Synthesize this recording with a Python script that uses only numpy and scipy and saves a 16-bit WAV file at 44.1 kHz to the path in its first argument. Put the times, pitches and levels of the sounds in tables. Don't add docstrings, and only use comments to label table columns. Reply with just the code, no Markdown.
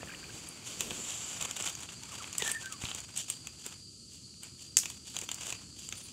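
import sys
import numpy as np
from scipy import signal
from scipy.fft import rfft, irfft
from scipy.io import wavfile
from scipy.ndimage import uniform_filter1d

SR = 44100
rng = np.random.default_rng(int(sys.argv[2]) if len(sys.argv) > 2 else 0)


def master(y):
    cut = np.clip(np.atleast_2d(y).T, -1, 1)
    pcm = np.round(cut * 32767)
    wavfile.write(sys.argv[1], SR, pcm.astype(np.int16))


N = 270200
TIME = np.arange(N) / SR

# frequency_hz, gain_db
RUMBLE_TONE = [(25, -57), (60, -0.5), (100, 4.5), (210, -0.5), (350, -7), (600, -22.5), (900, -49),
               (1330, -19.5), (1550, -78), (4000, -47)]
HISS_TONE = [(2000, -30), (2900, -8), (3900, -11), (5200, -5), (7500, 1), (9500, -8), (12000, -22),
             (15500, -40)]
HOLLOW_TONE = [(120, -6), (290, -2.5), (450, -6), (1500, -29)]
SWISH_TONE = [(1200, -19), (2200, -15), (3050, -1), (3700, -6.5), (4800, -15), (5700, -6.5), (7400, 1),
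              (8300, -7.5), (10000, -14), (15500, -29.5)]
WEAVE_TONE = [(120, -7), (300, -0.5), (600, 0), (1400, 3.5), (1900, -0.5), (2500, 6), (3500, -24.5),
              (6000, -50)]
SKIN_TONE = [(3000, -26), (5200, -6), (6500, 4.5), (7400, 11.5), (8500, 0.5), (10000, -8.5), (15500, -13.5)]
WOOD_TONE = [(900, -29), (1900, -25), (2800, 14.5), (3500, 10.5), (4500, 2), (6500, -34)]
SNAP_TONE = [(300, -21), (1100, -24.5), (2100, -12), (4300, -12), (5800, -4.5), (7000, 3), (8500, 1.5),
             (9300, -9.5), (12700, -14), (15500, -35)]
SHIVER_TONE = [(800, -47), (2600, -14.5), (3800, -17), (5000, -5), (6800, 1), (10000, -13), (15500, -21)]

# time_s, level_db
RUMBLE_LEVELS = [(0, -52), (0.3, -57), (2.8, -57), (3.7, -58.5), (6.13, -56)]
JOSTLE_LEVELS = [(0, -56), (0.35, -57), (0.72, -65), (0.81, -48.5), (0.952, -54.5), (1.1, -58), (1.4, -75)]
SHUFFLE_LEVELS = [(1.3, -52.5), (2.0, -53.5), (3.0, -56), (3.5, -62.5), (3.73, -56.5), (3.87, -77),
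                  (4.3, -72.5), (5.0, -67.5), (5.55, -56.5), (5.68, -64.5), (6.13, -73)]

# start_s, length_s, swish_db, push_above_swish_db
CLOTH_STROKES = [(-0.05, 0.94, -55.5, -3), (0.3, 0.085, -51, -16), (0.635, 0.052, -43.5, -14.5),
                 (0.77, 0.032, -41.5, -13.5), (0.88, 0.46, -46, -9), (1.07, 0.033, -43, -25)]
BIRD_FLUTTERS = [(1.382, 0.076, -44, 4.5), (1.544, .14, -41, -1), (1.775, 0.039, -49, 0.5),
                 (2.099, 0.061, -47.5, 0.5), (2.191, 0.18, -61, 6.5), (2.389, 0.11, -40.5, -1),
                 (2.602, 0.022, -51, 0), (2.794, 0.18, -48, -1.5), (3.152, 0.058, -41.5, -28),
                 (3.278, 0.034, -46.5, -20), (3.585, .06, -52.5, -17), (3.634, 0.057, -55.5, 2.5),
                 (4.093, 0.07, -58, -28), (4.415, 0.035, -53, 0), (4.573, .06, -53, -26),
                 (4.811, 0.12, -53, -5), (5.037, 0.089, -51.5, -26), (5.133, 0.098, -49.5, -0.5),
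                 (5.302, 0.091, -58, 2), (5.385, 0.089, -44, -2.5), (5.757, 0.12, -52, -25),
                 (5.898, .2, -54, -5.5)]

# pitch_hz, width_hz, level_db
INSECT_BANDS = [(4400, 43, -64.5), (4732, 245, -58), (4540, 1050, -62)]
# start_s, length_s, level_db
RIM_RUB = (0.95, 0.36, -46)
# start_s, length_s, level_db
WEAVE_CREAKS = [(0.009, .04, -46.5), (0.074, .08, -41.5), (0.231, .02, -44.5), (0.297, .02, -45)]
# pitch_hz, gain_db
STRIP_RINGS = [(1660, -4), (2500, -1.5)]
# start_s, level_db, fade_s (a fade is the time to die away by 60 dB)
SNAP_HITS = [(4.769, -11.5, 0.019), (4.781, -22, 0.012), (4.787, -20.5, 0.012), (4.799, -32, 0.02)]
# start_s, length_s, middle_pitch_hz, glide_octaves, level_db
WHISTLE_CALLS = [(2.010, 0.05, 920, 0.17, -60.5), (2.105, 0.045, 1130, -0.61, -51.5),
                 (2.195, 0.038, 1188, -.73, -49), (2.39, 0.059, 1918, -0.184, -44.5),
                 (2.449, 0.057, 1818, .03, -37), (2.532, 0.055, 1790, 0.046, -38.5),
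                 (2.618, 0.087, 1573, 0.00033, -46), (2.689, 0.085, 1230, -.44, -54)]
SQUEAK_CALLS = [(5.962, 0.037, 3100, 0.21, -49), (6.015, .07, 3140, -0.063, -53)]
# pitch_hz, fade_s
FLOOR_RINGS = [(78, .09), (150, .045), (235, .05), (345, .04), (520, .028), (800, .022)]
# start_s, level_db, pitch_hz
BODY_BUMPS = [(0.031, -34, 850), (0.807, -45.5, 300), (0.915, -33.5, 265), (1.423, -37.5, 400),
              (1.609, -39, 295), (2.422, -31.5, 450), (2.838, -29, 138), (2.950, -41.5, 250),
              (3.663, -40.5, 322), (5.223, -38.5, 360), (5.481, -41.5, 713)]
# start_s, skin_db, pitch_hz, wood_db
CLAW_TAPS = [(0.488, -36.5, 9200, -60), (0.807, -24, 6900, -31), (0.9074, -35.5, 7300, -32.5),
             (1.411, -32, 7300, -36), (1.425, -28, 7160, -38), (1.4506, -31.5, 7600, -38),
             (1.5105, -29.5, 7300, -36.5), (1.5654, -38, 7440, -37), (1.6077, -32, 7400, -40),
             (1.624, -29, 7200, -48), (1.6744, -29, 7210, -34), (1.7523, -34, 6620, -45),
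             (1.8889, -57, 7500, -42), (2.0347, -39, 6900, -46), (2.2426, -53, 5900, -38.5),
             (2.3285, -34, 7100, -45.5), (2.382, -22, 7930, -39), (2.422, -28.5, 7040, -29),
             (2.477, -29, 7800, -33.5), (2.516, -23.5, 8460, -39), (2.658, -36.5, 7200, -42.5),
             (2.724, -32.5, 7400, -44), (2.8528, -41, 6960, -34), (2.887, -47, 7360, -36.5),
             (2.9143, -57, 7240, -34), (2.9486, -31, 7200, -46), (3.0034, -37.5, 7550, -58),
             (3.1752, -25.5, 8040, -47), (3.3004, -23.5, 8300, -36), (3.471, -33, 7280, -39.5),
             (3.6635, -32.5, 7700, -45), (4.433, -39, 8460, -45), (4.834, -45, 6900, -38),
             (4.8566, -32, 6800, -33.5), (4.9009, -36.5, 7750, -41.5), (5.1655, -28.5, 6960, -31.5),
             (5.1883, -29, 7670, -40), (5.2143, -33, 7000, -44), (5.2897, -34.5, 6900, -33),
             (5.315, -29, 7200, -33), (5.344, -32.5, 7520, -60), (5.5032, -31.5, 7300, -39),
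             (5.525, -31, 7000, -33), (5.889, -32, 7260, -44), (5.9249, -32.5, 6660, -34)]

STROKE_RISE_S, STROKE_FADE_S = 0.038, 0.59
FLUTTER_RISE_S, FLUTTER_FADE_S = 0.02, 0.29


def gain_of(db):
    return 10 ** (np.asarray(db) / 20)


def evened(x):
    return x / np.sqrt(np.mean(x ** 2) + 1e-20)


def peak_evened(x, window=88):
    return x / np.sqrt(uniform_filter1d(x ** 2, window).max())


def fade(t, fade_s):
    return np.exp(-np.log(1000) * t / fade_s)


def add(mix, start_s, sound):
    part = mix[max(round(start_s * SR), 0):][:len(sound)]
    part += sound[:len(part)]


def colour(x, tone, size=2048):
    hz, db = np.transpose(tone)
    curve_db = np.interp(np.log(abs(np.fft.fftfreq(size, 1 / SR)) + 1), np.log(hz), db)
    log_gain = np.log(gain_of(np.maximum(curve_db, -100)))
    response = np.exp(np.conj(signal.hilbert(log_gain)))
    impulse = np.fft.ifft(response).real[:size // 2]
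    return signal.oaconvolve(x, impulse)[:len(x)]


def noise(tone):
    return evened(colour(rng.standard_normal(N), tone))


def noise_band(pitch_hz, width_hz):
    distance = 2 * (np.fft.rfftfreq(N, 1 / SR) - pitch_hz) / width_hz
    return evened(irfft(rfft(rng.standard_normal(N)) / (1 + distance ** 4), N))


def wander(rate_hz):
    keep_slow = np.exp(-(np.fft.rfftfreq(N, 1 / SR) / rate_hz) ** 2)
    return evened(irfft(rfft(rng.standard_normal(N)) * keep_slow, N))


def burst(fade_s, tone, size=8192):
    t = np.arange(size) / SR
    return peak_evened(colour(rng.choice([-1., 1.], size) * fade(t, fade_s), tone))


def echoes(x, echo_db, fade_s, size=16384):
    t = np.arange(size) / SR
    tail = rng.standard_normal(size) * fade(t, fade_s) * (t > 0.003)
    return x + gain_of(echo_db) * signal.oaconvolve(x, tail / np.linalg.norm(tail))[:N]


def outdoors(rumble_boost_db=1, hiss_db=-57, insect_flicker_db=1.5):
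    rumble_db = np.interp(TIME, *np.transpose(RUMBLE_LEVELS)) + rumble_boost_db
    out = gain_of(rumble_db) * evened(colour(rng.standard_normal(N), RUMBLE_TONE, size=8192))
    out += gain_of(hiss_db) * noise(HISS_TONE)
    for pitch_hz, width_hz, level_db in INSECT_BANDS:
        out += noise_band(pitch_hz, width_hz) * gain_of(level_db + insect_flicker_db * wander(9.1))
    return out


def jostling(flicker_db=3):
    time_s, level_db = np.transpose(JOSTLE_LEVELS)
    level = gain_of(np.interp(TIME, time_s, level_db) + flicker_db * wander(27))
    return level * (TIME < time_s[-1]) * noise(HOLLOW_TONE)


def creaks(slips_per_s=100, jitter=0.33, spread_db=2, fade_s=0.025):
    out = np.zeros(N)
    for start_s, length_s, level_db in WEAVE_CREAKS:
        slips = rng.uniform(-1, 1, (round(length_s * slips_per_s), 3))
        for k, (late, detune, strength) in enumerate(slips):
            ring_hz, ring_db = STRIP_RINGS[k % len(STRIP_RINGS)]
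            hz = ring_hz * (1 + 0.072 * detune)
            tone = [(hz / 2, -32), (hz * 0.954, -12), (hz, 0), (hz / 0.88, -12), (hz * 2, -48)]
            slip = gain_of(level_db + ring_db + spread_db * strength) * burst(fade_s, tone)
            add(out, start_s + (k + jitter * late) / slips_per_s, slip)
    return out


def movements(rows, rise_s, fade_s):
    swish_power, push_power = np.zeros(N), np.zeros(N)
    for start_s, length_s, swish_db, push_above_db in rows:
        swell = np.clip((TIME - start_s) / rise_s, 0, 1)
        shape = swell * fade(np.clip(TIME - start_s - length_s, 0, 2), fade_s)
        swish_power += (gain_of(swish_db) * shape) ** 2
        push_power += (gain_of(swish_db + push_above_db) * shape) ** 2
    return np.sqrt([swish_power, push_power])


def rustle(swish, push, catches_per_s, spread_db, flicker_db, grainy_share=0.37, strips=5):
    strength = gain_of(spread_db * np.minimum(rng.exponential(1, N), 3.5))
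    catches = strength * (rng.random(N) < catches_per_s / SR) * rng.choice([-1, 1], N)
    strip_hit = rng.integers(0, strips, N)
    out = np.zeros(N)
    for tone, level in (SWISH_TONE, swish), (WEAVE_TONE, push):
        grains = np.zeros(N)
        for k, shift in enumerate(np.geomspace(0.9, 1.1, strips)):
            grains += colour(catches * (strip_hit == k), [(hz * shift, db) for hz, db in tone])
        out += level * (np.sqrt(grainy_share) * evened(grains) + np.sqrt(1 - grainy_share) * noise(tone))
    return out * gain_of(flicker_db * wander(63))


def cloth(boost_db=1.5):
    swish, push = gain_of(boost_db) * movements(CLOTH_STROKES, STROKE_RISE_S, STROKE_FADE_S)
    return rustle(swish, push, catches_per_s=2500, spread_db=5, flicker_db=0.9)


def rim_rasp(pitch_hz=7300, width_hz=1050, flicker_db=2):
    level, _ = movements([(*RIM_RUB, 0)], STROKE_RISE_S, STROKE_FADE_S)
    return level * noise_band(pitch_hz, width_hz) * gain_of(flicker_db * wander(80))


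def strip_snap(shiver_db=-25, shiver_fade_s=0.26):
    out = np.zeros(N)
    for start_s, level_db, fade_s in SNAP_HITS:
        add(out, start_s, gain_of(level_db) * burst(fade_s, SNAP_TONE))
    add(out, SNAP_HITS[0][0], gain_of(shiver_db) * burst(shiver_fade_s, SHIVER_TONE, size=16384))
    return out


def calls(rows, arch_octaves, wobble):
    for start_s, length_s, middle_hz, glide_octaves, level_db in rows:
        position = np.linspace(-1, 1, round(length_s * SR))
        octaves = glide_octaves * position / 2 - arch_octaves * position ** 2
        pitch_hz = middle_hz * 2 ** octaves * wobble[round(start_s * SR):][:len(position)]
        level = gain_of(level_db) * np.sqrt(2) * np.cos(np.pi * position / 2)
        yield start_s, 2 * np.pi * np.cumsum(pitch_hz) / SR, level


def squeaks(waver=0.0042, arch_octaves=0.038):
    out = np.zeros(N)
    for start_s, phase, level in calls(SQUEAK_CALLS, arch_octaves, 1 + waver * wander(200)):
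        voice = np.sin(3 * phase) + gain_of(-14) * np.sin(4 * phase) + gain_of(-22) * np.sin(5 * phase)
        add(out, start_s, level * voice)
    return out


def whistles(waver=0.017, arch_octaves=0.067, flicker_db=3):
    out = np.zeros(N)
    for start_s, phase, level in calls(WHISTLE_CALLS, arch_octaves, 1 + waver * wander(130)):
        add(out, start_s, level * np.sin(phase))
    return out * gain_of(flicker_db * wander(180))


def body_bumps(slap_db=-5, reach_octaves=0.6, size=8192):
    out, t = np.zeros(N), np.arange(size) / SR
    for start_s, level_db, pitch_hz in BODY_BUMPS:
        ring = np.zeros(size)
        for ring_hz, fade_s in FLOOR_RINGS:
            nearness = np.exp(-(np.log2(ring_hz / pitch_hz) / reach_octaves) ** 2 / 2)
            wave = rng.choice([-1, 1]) * np.sin(2 * np.pi * ring_hz * rng.uniform(0.817, 1.16) * t)
            ring += nearness * fade(t, fade_s) * wave
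        slap = gain_of(slap_db) * burst(0.0062, WEAVE_TONE)
        add(out, start_s, gain_of(level_db) * (ring / abs(ring).max() + slap))
    return out


def contact(tone, shift, lead_s, fade_s, scrape_db, size=4096):
    t = np.arange(size) / SR - lead_s
    knock = fade(abs(t), fade_s) * (t >= 0)
    scrape = gain_of(scrape_db) * np.exp(-np.maximum(t / 0.01, -t / 0.0018))
    hit = rng.choice([-1., 1.], size) * np.hypot(knock, scrape)
    return peak_evened(colour(hit, [(hz * shift, db) for hz, db in tone]))


def light_taps(taps_per_s=22, above_swish_db=5, spread_db=4, wood_gain_db=-22, pitch_hz=7300):
    rows = []
    for start_s, length_s, swish_db, _ in BIRD_FLUTTERS:
        for when, strength, detune in rng.uniform(-0.77, 1, (round(length_s * taps_per_s), 3)):
            tap_s = start_s + FLUTTER_RISE_S + length_s * (when + 1) / 2
            skin_db = swish_db + above_swish_db + spread_db * strength
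            rows.append((tap_s, skin_db, pitch_hz * (1 + 0.049 * detune), skin_db + wood_gain_db))
    return rows


def claw_ticks(skin_gain_db=-1, weave_gain_db=-8, lead_s=512 / SR):
    out = np.zeros(N)
    skin_peak_hz, _ = max(SKIN_TONE, key=lambda point: point[1])
    for start_s, skin_db, pitch_hz, wood_db in CLAW_TAPS + light_taps():
        shift = rng.uniform(0.89, 1.06)
        skin = contact(SKIN_TONE, pitch_hz / skin_peak_hz, lead_s, fade_s=0.013, scrape_db=-18)
        wood = contact(WOOD_TONE, shift, lead_s, fade_s=0.011, scrape_db=-16)
        weave = contact(WEAVE_TONE, shift, lead_s, fade_s=0.011, scrape_db=-12)
        bending = gain_of(wood_db) * (wood + gain_of(weave_gain_db) * weave)
        add(out, start_s - lead_s, gain_of(skin_db + skin_gain_db) * skin + bending)
    return out


def feathers(swish_gain_db=1, push_gain_db=-6, shuffle_push_db=1):
    time_s, level_db = np.transpose(SHUFFLE_LEVELS)
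    shuffle = gain_of(np.interp(TIME, time_s, level_db)) * (TIME > time_s[0])
    flutter_swish, flutter_push = movements(BIRD_FLUTTERS, FLUTTER_RISE_S, FLUTTER_FADE_S)
    swish = gain_of(swish_gain_db) * np.hypot(flutter_swish, shuffle)
    push = gain_of(push_gain_db) * np.hypot(flutter_push, shuffle * gain_of(shuffle_push_db))
    return rustle(swish, push, catches_per_s=400, spread_db=2, flicker_db=3)


def scene():
    hits = echoes(claw_ticks(), echo_db=-11.5, fade_s=0.32) + strip_snap() + body_bumps()
    rubbing = creaks() + jostling() + cloth() + rim_rasp() + feathers()
    voices = echoes(whistles() + squeaks(), echo_db=-9, fade_s=0.4)
    return (hits + rubbing + voices + outdoors())[None]


def record(dry, low_cut_hz=42, high_cut_hz=15700):
    bass_cut = signal.butter(2, low_cut_hz, "highpass", fs=SR, output="sos")
    treble_cut = signal.firwin(301, high_cut_hz, window=("kaiser", 9), fs=SR)
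    return signal.oaconvolve(signal.sosfilt(bass_cut, dry), treble_cut[None], "same")


dry = scene()
out = record(dry)
master(out)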